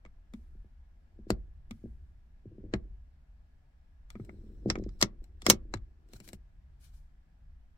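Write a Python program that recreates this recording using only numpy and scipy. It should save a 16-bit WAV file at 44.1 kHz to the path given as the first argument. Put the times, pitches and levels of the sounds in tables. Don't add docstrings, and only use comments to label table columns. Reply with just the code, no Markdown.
import sys
import numpy as np
from scipy import signal
from scipy.fft import rfft, irfft
from scipy.io import wavfile
from scipy.ndimage import uniform_filter1d

SR = 44100
rng = np.random.default_rng(int(sys.argv[2]) if len(sys.argv) > 2 else 0)


def invert_db(x):
    u = np.asarray(x, float) / 20
    return 10 ** u


def transcribe(u):
    v = np.clip(np.atleast_2d(u).T, -1, 1)
    q = np.round(v * 32767).astype(np.int16)
    wavfile.write(sys.argv[1], SR, q)


N = 342657
LEAD_S = .004
PORT_LAG_S = .0002


def pawl():
    # time in seconds, peak at 2.5-8 kHz in dB,
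    # low part in dB, top part in dB, left-right difference in dB.
    snaps = [
        (1.303, -27.5, -2.5, -18, 3),
        (2.7373, -32, 7.5, -40, 1.5),
        (4.7007, -19.5, -3, -31, -2),
        (5.013, -21.5, -11.5, -14.5, 1),
        (5.025, -11, -7.5, -20.5, 4),
        (5.4647, -16, -4, -18, -1),
        (5.499, -5, -12.5, -11.5, -2.5),
        (5.5043, -14, -6, -9.5, 3),
        (5.7385, -32.5, 1.1, -27, 5.5),
    ]
    # time in seconds, peak in dB, low part in dB, top part in dB.
    touches = [(0.0507, -55.5, 2.5, -27), (0.0607, -60, 5, -35), (0.3366, -52.5, -7, -17),
               (1.709, -44.5, -5.5, -15.5), (4.1026, -47.5, -9, -17), (4.1535, -58, 11, -41.5),
               (4.1984, -63.5, 18, -13.5), (4.2934, -50.5, 15, -29), (4.7551, -40.5, 7, -57),
               (5.0074, -45.5, -3, -14), (5.4189, -43, -16, -20.5), (5.7716, -58.5, -6.5, -41)]
    touch_hz = (1250, 2250, 3400)
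    # time in seconds, peak in dB.
    grazes = [
        (4.7854, -60),
        (4.8384, -56),
        (4.8906, -57),
    ]
    # low part in dB, top part in dB, ringing in Hz, left-right difference in dB.
    graze = (-4.5, -50, 5100, -4)
    # time in seconds, peak in dB.
    rattles = [
        (4.2484, -63),
        (5.241, -59.5),
        (6.0876, -69.5),
        (6.1335, -48.5),
        (6.2013, -51),
        (6.2767, -51.5),
        (6.2887, -47),
        (6.331, -44.5),
    ]
    # low part in dB, top part in dB, ringing in Hz, left-right difference in dB.
    button = (-5.5, -7, (690, 2300, 2850, 4100, 5600, 7400), 5.5)
    rows = [(s, db, low, top, 6500 + 75 * db, pan) for s, db, low, top, pan in snaps]
    rows += [(*row, touch_hz, 1.6) for row in touches]
    rows += [(*row, *graze) for row in grazes]
    rows += [(*row, *button) for row in rattles]
    return sorted(rows)


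def ticks():
    # frequency in Hz, level in dB, T60 in seconds, arrival in seconds.
    steel = [(1400, -8, .025, 0), (2250, -8, .025, 0), (4200, -8, .025, 0), (4660, -8, .025, 0),
             (5580, -3, .04, 0), (6500, -6, .02, 0), (7600, -5, .02, 0)]
    # frequency in Hz, density in dB per Hz.
    crack = [(290, -30), (500, -2.5), (680, -5.5), (1050, -11.5), (1500, -9.5), (2200, -9.5), (3100, -12.5),
             (4500, -10), (6280, -10.5), (8000, -7), (10000, -16), (14200, -15), (15800, -20), (16500, -37)]
    out, hz = np.zeros((2, N)), np.fft.rfftfreq(8192, 1 / SR)
    t = np.arange(-1024, 3072) / SR
    bell = rfft(ring(steel, 0.089, rise_cycles=.01)[round(LEAD_S * SR):], 8192)
    lead_in = invert_db(-33 + 60 * t / .06) * (t < 0)
    onset = np.clip(t / 0.00083, 0, 1)
    snap = invert_db(-60 * abs(t) / 0.011) * onset
    chatter = invert_db(-9 - 60 * abs(t) / 0.062) * onset
    dull = 1 / np.sqrt(1 + (hz / 3200) ** 2)
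    same = 1 / (1 + (hz / 1600) ** 2)
    late = np.exp(-2j * np.pi * hz * PORT_LAG_S)
    side = invert_db(np.outer([.5, -.5], read([(7000, 0), (9000, 3.5)], hz)))
    for s, db, low_db, top_db, ring_hz, pan_db in pawl():
        left, other, jolt = rng.standard_normal((3, len(t)))
        uneven = invert_db(2.7 * uniform_filter1d(jolt, size=30) * np.sqrt(30))
        grains = np.array([left, other]) * uneven
        left, other = rfft(grains * (lead_in + snap), 8192) + dull * rfft(grains * chatter, 8192)
        pair = np.array([left, same * late * left + np.sqrt(1 - same ** 2) * other]) * side
        lean = [(600, low_db + 6), (1100, low_db + 8.5), (2100, low_db + 8),
                (3500, 0), (7300, 0), (10500, top_db + 13)]
        tooth = sum(invert_db(8.5) / (1 + 1j * (hz - f) / (.035 * f + 30)) for f in np.atleast_1d(ring_hz))
        resonance = 1 + tooth + .05 * invert_db(.3 * db) * bell
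        tick = irfft(pair * invert_db(read(crack, hz) + read(lean, hz)) * resonance)[:, :7000]
        peak = uniform_filter1d(band(tick, 2500, 8000) ** 2, size=100).mean(0).max()
        gain = invert_db(db - 3.5 + np.array([[pan_db], [-pan_db]]) / 2)
        add(out, s + t[0], gain * tick / np.sqrt(peak))
    return out


def lever():
    # time in seconds, peak in dB,
    # brightness in dB per octave, floor-pan boom in dB.
    blows = [
        (1.3041, -18.5, 18, -10.5),
        (2.7386, -20.5, 18, -11),
        (4.6599, -20.5, 7, -16),
        (5.0271, -19.5, 13, -30),
        (5.0605, -35.5, 4.5, -20.5),
        (5.4654, -24.5, 6, -28),
        (5.4864, -17.0, 0.1, -28.5),
        (5.5, -17, 6, -22.5),
        (5.5347, -27.5, -3.5, -14),
        (5.742, -29.5, -17, -8),
    ]
    # side panel in dB, lid in dB.
    blow = (-2.8, -1.5)
    # time in seconds, peak in dB, brightness in dB per octave.
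    judder = [
        (4.6744, -25, -9.5),
        (4.6905, -30, 11.5),
        (4.7027, -25.5, 10),
        (4.7567, -32, -4.5),
        (4.7785, -29, -1.5),
        (4.7977, -30.5, 7),
        (4.8237, -34.5, -9),
        (4.8641, -31, -1.5),
    ]
    # boom in dB, side panel in dB, lid in dB.
    jolt = (-11, -2.5, -3)
    # time in seconds, peak in dB, brightness in dB per octave, side panel in dB.
    nudges = [(0.0553, -51.5, -4, 2.1), (0.5522, -56, -1.5, 2.1), (0.6464, -56, 11, 2.5),
              (1.2692, -40, -5.5, -5), (1.8578, -39, 3, -5), (2.457, -41, -10.5, 4.5),
              (2.583, -41, -2.1, 0.6), (2.6403, -39, -4.5, -2.1), (2.663, -44.5, -2.1, -5),
              (4.1985, -35.3, -8, 5.5), (4.2917, -43, -2.1, 3), (5.2202, -53, -1.5, -4),
              (5.428, -49, 2.1, -1.5), (6.134, -49.5, 6.5, 3), (6.142, -53, -15, 4), (6.203, -49.5, -3, 5),
              (6.281, -54.7, 12, 1.5), (6.3325, -43, 13, 3)]
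    # boom in dB, lid in dB.
    nudge = (-19.5, -5)
    # time in seconds, peak in dB,
    # brightness in dB per octave, lid in dB.
    bumps = [
        (0.3385, -47, -8.5, 23.5),
        (1.1904, -45, 2.5, 9.5),
        (1.7092, -46.5, -22, 23),
        (1.8403, -36.6, -10.5, 11.5),
        (4.155, -39, -3, 12.5),
    ]
    # boom in dB, side panel in dB.
    bump = (-20.5, -1.5)
    rows = [(*row, *blow) for row in blows]
    rows += [(*row, *jolt) for row in judder]
    rows += [(s, db, tilt, nudge[0], panel, nudge[1]) for s, db, tilt, panel in nudges]
    rows += [(s, db, tilt, *bump, lid) for s, db, tilt, lid in bumps]
    return rows


def knocks():
    # frequency in Hz, level in dB, T60 in seconds, arrival in seconds.
    pan_modes = [(45, -4, .7, .02), (57, 0, .3, .0195)]
    out, boom = np.zeros(N), ring(pan_modes, .7, rise_cycles=1.0)
    for s, db, tilt_db, boom_db, panel_db, lid_db in lever():
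        add(out, s - LEAD_S, invert_db(db + 0.5) * thud(tilt_db, panel_db, lid_db))
        add(out, s - LEAD_S, invert_db(db + boom_db - 1.0) * boom)
    return out


def thud(tilt_db, panel_db, lid_db):
    # frequency in Hz, level in dB, T60 in seconds, arrival in seconds.
    console_modes = [(275, -14, .05, 0), (325, 0, .04, 0), (370, -15, .1, 0), (470, -13, .03, 0),
                     (640, -29, .03, 0)]
    panel_modes = [(98, -14.5, .17, .0145), (140, -11.5, .13, .009), (184, 0, .042, .0075),
                   (192, -21, .17, .0075)]
    lid_modes = [(231, -9, .1, .0003), (212, -22, .2, .0003)]
    console = ring(console_modes, .25, tilt_db, rise_cycles=1.1)
    panel = ring(panel_modes, .25, 1.5 * min(tilt_db, 0), rise_cycles=.6)
    lid = ring(lid_modes, .25, rise_cycles=2.6)
    return console + invert_db(panel_db) * panel + invert_db(lid_db) * lid


def drag():
    # start in seconds, hold in seconds,
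    # fade in seconds per 20 dB, level in dB.
    drags = [(.34, .02, .3, -68.5), (1.12, .18, .1, -73), (1.33, .05, .16, -63), (2.77, .06, .14, -63),
             (1.68, .2, .8, -75), (2.5, .09, .2, -60), (2.65, .01, .15, -53), (4.22, .43, .3, -56.5),
             (4.68, .06, .26, -52), (5.03, .01, .4, -59), (5.6, .02, .28, -58.5), (6.09, .01, .15, -63.5),
             (6.27, .03, .12, -58)]
    sizes = invert_db(4.0 * np.minimum(rng.exponential(1, N), 4))
    slips = sizes * rng.choice([-1, 1], N) * (rng.random(N) < 350 / SR)
    body = thud(-8.5, 0.09, 1.5)
    driven = evened(slips) * strokes(drags, .07)
    return signal.oaconvolve(driven, body / np.linalg.norm(body))[:N]


def scrape():
    # start in seconds, hold in seconds, fade in seconds per 20 dB, level in dB.
    slides = [
        (4.11, .01, .15, -76),
        (4.2, .8, .03, -81.5),
        (5.24, .005, .05, -75.5),
        (5.41, .05, .02, -79),
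        (6.09, .05, .03, -78),
        (6.165, .002, .012, -57.5),
    ]
    # frequency in Hz, density in dB per Hz.
    guide = [(450, -25), (670, 6.5), (1000, -13), (1400, -1.5), (2800, -14), (3800, -3.5), (4100, 1.5),
             (4500, -11.5), (5500, -2.5), (6400, -14), (7750, -6), (9400, -16.5), (16000, -14.5)]
    return noise(guide, size=512, patchy_db=3.0) * strokes(slides, .03)


def rustle():
    # start in seconds, hold in seconds, fade in seconds per 20 dB, level in dB.
    brushes = [
        (.34, .01, .44, -82),
        (1.71, .01, .55, -82),
        (4.1, .15, .3, -90),
        (6.13, .04, .07, -70),
        (6.245, .008, .03, -63),
        (6.285, .002, .025, -57),
        (6.345, .002, .018, -64.5),
        (6.81, .03, .03, -73),
        (6.845, .01, .07, -66),
        (6.94, .02, .13, -75),
    ]
    # frequency in Hz, density in dB per Hz.
    cloth = [(590, -53), (1000, -7), (1680, 1.5), (1840, -32), (2380, 5), (2620, -28), (2910, -2.5),
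             (3430, -4.5), (4130, -2.5), (10200, -5), (15600, -9.5), (16500, -38)]
    return noise(cloth, size=256, patchy_db=1.5) * strokes(brushes, .022) * invert_db(np.array([[2.5], [-2.5]]))


def cabin(x):
    # frequency in Hz, T60 in seconds.
    decay = [(300, .28), (1000, .17), (3000, .12), (6000, .08), (14000, .045)]
    taps = np.zeros((2, SR // 2))
    at = np.arange(100, SR // 2 - 20, 20)
    at = at + rng.integers(0, 20, (2, len(at)))
    np.put_along_axis(taps, at, rng.choice([-1., 1.], at.shape), 1)
    hz, t, z = signal.stft(taps, SR, nperseg=128)
    tail = signal.istft(z * invert_db(-60 * t / read(decay, hz)[:, None]), SR, nperseg=128)[1]
    return signal.fftconvolve(x, tail / np.linalg.norm(tail[0]), axes=1)[:, :N]


def traffic():
    # time in seconds, level in dB.
    swell = [(0.0, -58), (0.3, -60), (0.54, -55), (0.95, -61), (1.4, -53), (2.42, -57), (2.92, -53),
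             (3.07, -57), (3.42, -60), (4.82, -49), (5.15, -54), (5.49, -55), (5.71, -50), (5.93, -56),
             (6.58, -57), (7.03, -61), (7.44, -57), (7.77, -58)]
    # frequency in Hz, density in dB per Hz.
    bass = [(8.8, -29.5), (15, -3), (32, 0), (65, -3.5), (83, -9.5), (102, -30.5), (144, -18.5), (200, -38),
            (260, -66.5), (440, -120)]
    t, (s, db) = np.arange(N) / SR, np.transpose(swell)
    edges = np.clip(np.minimum(t - s[0], s[-1] - t) / .01, 0, 1)
    gain = invert_db(np.interp(t, s, db)) * edges
    return noise(bass, size=4096, patchy_db=2.2) * gain * invert_db(4.5)


def drone():
    # start in seconds, hold in seconds, fade in seconds per 20 dB, level in dB.
    throbs = [
        (6.72, .04, .14, -71.5),
        (6.95, .04, .16, -69),
        (7.12, .01, .05, -78),
    ]
    waver = evened(uniform_filter1d(rng.standard_normal(N), size=2500))
    hz = 138.5 + 14 * (np.arange(N) / SR - 6.85)
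    turns = np.cumsum(hz * (1 + 0.0191 * waver)) / SR
    return np.sqrt(2) * np.sin(2 * np.pi * turns) * strokes(throbs, .18)


def hush():
    # frequency in Hz, density in dB per Hz.
    air = [(65, -40.5), (110, -10.5), (171, -5.5), (202, -10.5), (229, 4.5), (254, -8), (363, -14),
           (498, -17), (681, -11.5), (1130, -20), (1680, -18.5), (1830, -20), (3960, -31), (16500, -48)]
    air_peaks = [(1550, -60), (1640, -23), (1670, -7), (1700, -26), (1800, -57.5), (4500, -35.5),
                 (5800, -34.5), (6800, -51), (7500, -34), (8200, -49), (11000, -43.5), (16000, -46)]
    return invert_db(-75) * noise(air, size=1024, patchy_db=0.83, peaks=air_peaks)


def noise(spectrum, size, patchy_db, peaks=((1, -200), (2, -200))):
    # frequency in Hz, left-right coherence.
    likeness = [(60, 0.99), (130, 0.81), (290, 0.59), (640, -2.3), (1410, -0.02), (3100, -1.5),
                (6820, -1.5), (15000, -2.5)]
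    hop, hz = size // 4, np.fft.rfftfreq(size, 1 / SR)
    a, b, c, d, patches = rng.standard_normal((N // hop + 5, len(hz), 5), np.float32).T
    patches = evened(uniform_filter1d(uniform_filter1d(patches, size=10, axis=0), size=12, axis=1))
    same = np.clip(read(likeness, hz), 0, 1)[:, None]
    left = a + 1j * b
    z = np.array([left, same * left + np.sqrt(1 - same ** 2) * (c + 1j * d)])
    z *= np.hypot(invert_db(read(spectrum, hz)), invert_db(read(peaks, hz)))[:, None] * invert_db(patchy_db * patches)
    return evened(signal.istft(z, nperseg=size, noverlap=size - hop)[1][:, :N])


def ring(modes, seconds, tilt_db=0, rise_cycles=0.54):
    out = 0
    for hz, db, t60, arrival in modes:
        t = np.arange(round(seconds * SR)) / SR - LEAD_S - arrival
        progress = (.5 + t * hz) / max(rise_cycles, .01)
        rise = np.sin(np.pi / 2 * np.clip(progress, 0, 1)) ** 2
        decay = invert_db(db + tilt_db * np.log2(hz / modes[1][0]) - 60 * t / t60)
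        out = out + decay * rise * np.sin(2 * np.pi * hz * t)
    return out


def strokes(rows, rise_s):
    t = np.arange(0, N + 64, 64) / SR
    gain = 0
    for s, hold, fade, db in rows:
        slope = np.maximum((s - t) / rise_s, (t - s - hold) / fade)
        gain = gain + invert_db(db - 20 * np.maximum(slope, 0))
    return np.interp(np.arange(N) / SR, t, gain)


def evened(x):
    return x / np.sqrt(np.mean(x ** 2) + 1e-20)


def read(points, hz):
    f, value = np.transpose(points)
    return np.interp(np.log(hz + 1), np.log(f + 1), value)


def add(mix, s, sound):
    part = mix[..., round(s * SR):][..., :sound.shape[-1]]
    part += sound[..., :part.shape[-1]]


def band(x, lo_hz, hi_hz):
    return signal.sosfilt(signal.butter(2, [lo_hz, hi_hz], "bandpass", fs=SR, output="sos"), x)


def scene():
    steel, body = ticks(), knocks() + drag()
    ports = np.array([body, np.roll(body, round(.6 * PORT_LAG_S * SR))])
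    ports = ports * invert_db(np.array([[.4], [-.4]]))
    near = steel + ports + cabin(invert_db(-25) * steel + invert_db(-22) * body)
    far = (traffic() + drone() + hush()) * invert_db(np.array([[.3], [-.3]]))
    return near + scrape() + rustle() + far


def roll_off(x):
    return signal.sosfilt(signal.butter(12, 16640, fs=SR, output="sos"), x)


def record(dry):
    squeezed = np.tanh(dry / .98) * .98
    lowpass = signal.firwin(255, 16480, window=("kaiser", 9), fs=SR)
    limited = signal.oaconvolve(squeezed, lowpass[None], "same")
    return roll_off(limited)


dry = scene()
out = record(dry)
transcribe(out)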